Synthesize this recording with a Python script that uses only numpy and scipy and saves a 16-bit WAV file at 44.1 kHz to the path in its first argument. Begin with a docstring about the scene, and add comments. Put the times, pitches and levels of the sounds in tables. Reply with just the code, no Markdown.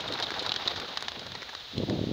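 """A country road: a flock of pigeons bursts from a basket and flies off over a field.
Wing tips clap, each downstroke pushes a whoosh of air and the feathers rustle, all fading with distance.
A light breeze touches a small microphone that rings near 4 kHz; at the end a gust buffets it."""
import sys
import numpy as np
from scipy import signal
from scipy.fft import rfft, irfft
from scipy.io import wavfile
from scipy.ndimage import uniform_filter1d

SR = 44100
rng = np.random.default_rng(int(sys.argv[2]) if len(sys.argv) > 2 else 0)


def inscribe(sig):
    """Save sig as 16-bit PCM at rate SR to the path in sys.argv[1].

    A 1-D sig is mono; a 2-D sig holds one channel per row.
    Samples are clipped to [-1, 1] before scaling.
    """
    pcm = np.round(np.clip(np.atleast_2d(sig).T, -1, 1) * 32767)
    wavfile.write(sys.argv[1], SR, pcm.astype(np.int16))


N = 93888
T = np.arange(N) / SR


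def undb(db):
    """Decibels to gain."""
    return 10 ** (np.asarray(db) / 20)


def unit(x):
    """Scale to rms 1."""
    return x / np.sqrt(np.mean(x ** 2))


def fader(rows, column=1):
    """Gain over time from one dB column of a table."""
    rows = np.array(rows)
    return undb(np.interp(T, rows[:, 0], rows[:, column]))


def eq(x, points):
    """Minimum-phase filter through (Hz, dB) points, so nothing rings ahead of a hit."""
    size = 2 * len(x)
    hz, db = np.array(points).T
    bins_hz = np.maximum(np.fft.rfftfreq(size, 1 / SR), 1)
    gain = undb(np.interp(np.log(bins_hz), np.log(hz), db))
    cepstrum = irfft(np.log(gain))
    cepstrum[1:len(x)] *= 2
    cepstrum[len(x) + 1:] = 0
    return irfft(rfft(x, size) * np.exp(rfft(cepstrum)))[:len(x)]


def wander(per_second):
    """Smooth random movement with rms 1."""
    hold = max(int(SR / per_second), 2)
    steps = rng.standard_normal(N)[np.arange(N) // hold]
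    return unit(uniform_filter1d(steps, hold))


# A clap's three tones: bright snap, mid body, crisp edge. Each row: frequency in Hz, gain in dB.
SNAP_EQ = [(300, -11), (1500, 5.5), (2900, 4), (3900, 3.5), (5400, -4), (6800, -13), (7900, -31),
           (15000, -42)]
BODY_EQ = [(80, -29), (250, -7), (700, -0.5), (1900, 5), (3000, -2), (4200, -19.5), (8000, -59)]
EDGE_EQ = [(2000, -21.5), (5000, 2), (6800, 8.5), (8000, -2.5), (10500, -3.5), (13000, -16), (15500, -10.5)]
# The wing claps. Each row: start in seconds, relative snap level in dB, body and edge in dB against
# the snap, snap pitch in Hz, feather decay in ms.
WING_CLAPS = [(.006, -29, -18, -18, 3620, 4.3), (.078, -28.5, -25.5, -24, 3680, 3),
              (.0855, -33, -9, -20, 3570, 2.6), (.1232, -27.5, -4.5, -20.5, 3760, 3.2),
              (.137, -25.5, -17, -22, 3950, 3.9), (.189, -32.5, 4.5, -32, 3700, 5),
              (0.2006, -26, -0.5, -20, 3680, 0.89), (0.225, -20.5, -9, -28, 3940, 6.3),
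              (.234, -27, -22, -24, 3800, 3.8), (.2395, -34, -21, -17, 3800, 1.9),
              (0.3053, -28.5, 1.5, -22, 3300, 2.6), (.318, -36, 0, -32.5, 3700, 1.44),
              (0.3403, -32, 1, -33, 3820, 2.5), (0.3936, -23.5, -11, -26, 3950, 8.5),
              (0.4244, -30, -13, -17, 3670, 8.2), (0.4634, -23.5, -5, -23, 3700, 4.2),
              (0.4934, -21.5, -13.5, -31, 3600, 1.4), (0.5193, -19, -9.5, -30, 3030, 2.7),
              (.541, -27.5, -5, -22, 3830, 0.8), (0.5619, -21, -6.5, -32, 3800, 1.9),
              (.598, -37.5, 4.5, -36.5, 3400, 3.7), (0.61, -38, 3, -36.5, 3540, 3.5),
              (0.655, -29, -12, -34.5, 3400, 5.8), (0.6761, -19.5, -9.5, -29, 3960, .9),
              (.680, -19, -7.5, -32, 3500, 1.1), (0.7597, -27.5, -3, -27, 4000, 8.6),
              (0.8, -30, -4, -16, 3600, 0.76), (0.9731, -21.5, -4, -22.5, 3430, 3.2),
              (1.0079, -36, -3, -14, 3830, 3.4), (1.0251, -29.5, -1.5, -12, 3700, 0.44),
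              (1.0829, -22.5, -3.5, -25, 3500, 4.9), (1.119, -31.5, -3, -25, 3800, 1.5),
              (1.194, -32.5, -6.5, -21, 3760, 3), (1.2662, -36, -9, -19, 4030, 1.6),
              (1.3196, -30.5, -5.5, -25.5, 3660, 0.67), (1.351, -30.5, 0, -24, 4070, 4.9),
              (1.4201, -34, 2.5, -25, 3900, 4.2), (1.4298, -36, 2.5, -22, 3630, 1.2),
              (1.4917, -33, 1.5, -24, 4000, 5.6), (1.5507, -28.5, -2.5, -27, 3960, 1.6),
              (1.78, -28, -15, -23, 4060, 1.2), (1.898, -30.5, 0, -20, 4070, 3.2)]


def wing_claps(size=2048):
    """Wing tips meet: a crack, a spray of feather contacts and a bounce off the road."""
    feathers_db, bounce_db, trim_db = 1, -10, -13
    out, t = np.zeros(N), np.arange(size) / SR
    for start, db, body_db, edge_db, hz, decay_ms in WING_CLAPS:
        spray = unit(rng.standard_normal(size) * np.exp(-t * 1000 / decay_ms))
        hit = unit(signal.unit_impulse(size)) + undb(feathers_db) * np.sqrt(decay_ms) * spray
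        bounce_s = .0025 * rng.uniform(.8, 1.2)
        hit = hit + undb(bounce_db) * np.roll(hit, int(bounce_s * SR))
        width_hz = min(3100 * undb(body_db), hz)  # a flat slap is broad, a tip flick rings narrowly
        ring = signal.lfilter(*signal.iirpeak(hz, hz / width_hz, SR), hit)
        snap = unit(eq(ring, SNAP_EQ))
        body = undb(body_db) * unit(eq(hit, BODY_EQ))
        edge = undb(edge_db) * unit(eq(hit, EDGE_EQ))
        onset = int(start * SR)
        out[onset:onset + size] += undb(db + trim_db) * (snap + body + edge)
    return out


def roadside_scatter(x, t60_s=.36, wet_db=-20.5):
    """Basket, verge and tree trunks scatter a short, faint tail."""
    tail = rng.standard_normal(N) * np.exp(-np.log(1000) * T / t60_s)
    return x + undb(wet_db) * signal.fftconvolve(x, tail / np.linalg.norm(tail))[:N]


def swirl(octaves=7, flicker_db=3):
    """Turbulent air: octave bands that each flicker on their own."""
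    out = np.zeros(N)
    for hz in 100 * 2. ** np.arange(octaves):
        band = signal.lfilter(*signal.iirpeak(hz, np.sqrt(2), SR), rng.standard_normal(N))
        out += band * undb(flicker_db * wander(60.36))
    return out


# The full whoosh and the papery rustle. Each row: frequency in Hz, gain in dB.
WHOOSH_EQ = [(30, -21), (70, -0.5), (130, -3), (300, -0.5), (650, 1.5), (1300, -1), (2300, -5.5),
             (4000, -10.5), (6500, -26), (8000, -59.5), (15000, -79)]
RUSTLE_EQ = [(200, -22.5), (1200, -3.5), (2500, -15), (3200, -1.5), (3800, 3), (4800, -6.5), (5700, -15),
             (6700, -23.5), (7900, -38.5), (10500, -45), (14000, -34)]
# The flock fades away. Each row: time in seconds, whoosh level in dB, rustle level in dB.
FLOCK_FADE = [(0, -37.5, -45), (.2, -40, -40), (.36, -39.5, -39.5), (.52, -40, -42.5), (.66, -39.5, -38.5),
              (.82, -44.5, -43), (.95, -41.5, -44), (1.15, -47.5, -57), (1.42, -52.5, -66), (1.6, -60, -51),
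              (2.13, -94, -58)]


def flapping(birds=5):
    """The birds beat out of step, each at its own rate; every stroke moves air and rustles feathers."""
    beat_hz, beat_drift, sharpness = 8.9, .03, 4.8
    waver_db, grain_db = 1.55, 3
    steady_share = .57  # rush of air between the strokes
    power = np.zeros(N)
    for bird in range(birds):
        rate_hz = beat_hz * (1 + beat_drift * wander(5.42))
        phase = np.cumsum(rate_hz) / SR + bird / birds
        downstrokes = np.exp(sharpness * (np.cos(2 * np.pi * phase) - 1))
        power += (downstrokes * undb(waver_db * wander(9.8))) ** 2
    strokes = unit(np.sqrt(power + steady_share ** 2 * power.mean()))
    whoosh = unit(eq(strokes * swirl(), WHOOSH_EQ))
    feathers = undb(grain_db * wander(900)) * rng.standard_normal(N)
    rustle = unit(eq(strokes * feathers, RUSTLE_EQ))
    return whoosh * fader(FLOCK_FADE, column=1) + rustle * fader(FLOCK_FADE, column=2)


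# Single downstrokes that stand out as soft puffs.
# Each row: peak time in seconds, level in dB, band centre in Hz, half length in ms.
WING_PUFFS = [(.105, -34.5, 420, 6.9), (0.137, -37.5, 287, 5.5), (0.205, -33, 620, 7.2),
              (0.235, -38, 600, 6.7), (.32, -37, 377, 4.06), (.368, -41.5, 1180, 17),
              (0.42, -35.5, 391, 6.2), (.497, -41.5, 160, 4.4), (0.661, -42, 387, 7.5),
              (.835, -42.5, 433, 17), (1.18, -43.5, 287, 8.6), (1.221, -40.5, 457, 4.5),
              (1.536, -40.5, 1020, 3.8)]


def wing_puffs():
    """A wing close by shoves a short swell of air."""
    out = np.zeros(N)
    for peak_s, db, hz, half_ms in WING_PUFFS:
        band = signal.iirpeak(hz, Q=1, fs=SR)
        swell = np.exp(-.5 * ((T - peak_s) * 1000 / half_ms) ** 2)
        puff = signal.lfilter(*band, signal.lfilter(*band, rng.standard_normal(N))) * swell
        out += undb(db) * puff * np.linalg.norm(swell) / np.linalg.norm(puff)
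    return out


# The wind's deep rumble and low-mid buffeting. Each row: frequency in Hz, gain in dB.
RUMBLE_EQ = [(25, -31), (50, -12.5), (95, -1), (150, -1.5), (220, -12), (400, -19), (1000, -39),
             (8000, -100)]
BUFFET_EQ = [(25, -30), (60, -23.5), (130, -5.5), (200, -3.5), (300, -2), (450, -11), (700, -15.5),
             (1000, -28), (1600, -51), (5000, -72), (15000, -105)]
# Light touches of breeze, then the gust. Each row: time in seconds, strength in dB.
WIND_STRENGTH = [(0, -50), (.12, -43), (.26, -54), (.7, -53), (.78, -41), (.87, -67), (.98, -60),
                 (1.06, -46.5), (1.14, -61), (1.18, -46.5), (1.39, -47), (1.47, -61), (1.705, -60.5),
                 (1.75, -36), (1.8, -32.5), (1.838, -27), (1.856, -41), (1.89, -27), (1.975, -29),
                 (2.055, -36.5), (2.13, -31.5)]


def wind():
    """A breeze rumbles at the microphone port; a higher buffeting grows faster as the wind rises."""
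    rumble_db, buffet_db, full_gust_db, turbulence_db = -5, -2.5, -27.5, 2.2
    strength = fader(WIND_STRENGTH)
    rumble = undb(rumble_db) * unit(eq(rng.standard_normal(N), RUMBLE_EQ))
    turbulence = rng.standard_normal(N) * undb(turbulence_db * wander(160))
    buffet = undb(buffet_db) * unit(eq(turbulence, BUFFET_EQ))
    growth = (strength / undb(full_gust_db)) ** .45
    return strength * (rumble + buffet * growth)


# Thumps inside the gust. Each row: centre time in seconds, peak level in dB.
GUST_EDDIES = [(1.782, -20), (1.802, -19), (1.806, -19.5), (1.835, -20), (1.909, -18.5), (1.974, -25),
               (1.993, -20), (2.015, -18), (2.041, -20.5), (2.072, -21.5), (2.092, -22.5), (2.114, -21)]


def eddies(width_s=.00058):
    """The strongest eddies thump the microphone, each a single pressure swing."""
    out = np.zeros(N)
    for centre_s, db in GUST_EDDIES:
        offset = (T - centre_s) / (width_s * rng.uniform(.69, 1.4))
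        out -= undb(db) * offset * np.exp((1 - offset ** 2) / 2)
    return out


# The background bed, with the microphone's ring near 4 kHz. Each row: frequency in Hz, gain in dB.
HUSH_EQ = [(25, 6), (90, 1.5), (200, -19), (500, -3), (1000, -5), (1700, -3.5), (2500, -4.5), (3100, 0),
           (3800, 5.5), (4700, -4), (5700, -12), (6600, -15), (7900, -31.5), (10000, -31), (13600, -38),
           (14800, -20.5), (16000, -30)]


def hush(level_db=-44.5, waver_db=.2):
    """Steady outdoor air with the microphone's own hiss."""
    return undb(level_db + waver_db * wander(6.3)) * unit(eq(rng.standard_normal(N), HUSH_EQ))


def scene():
    """Claps, flapping and puffs over wind and hush, in mono."""
    flock = roadside_scatter(wing_claps()) + flapping() + wing_puffs()
    return (flock + wind() + eddies() + hush())[None]


def record(dry, low_cut_hz=62, high_cut_hz=15700):
    """The recorder thins the deep bass and cuts the top."""
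    thinned = signal.sosfilt(signal.butter(2, low_cut_hz, "high", fs=SR, output="sos"), dry)
    return signal.sosfilt(signal.ellip(12, .2, 70, high_cut_hz, fs=SR, output="sos"), thinned)


dry = scene()
out = record(dry)
inscribe(out)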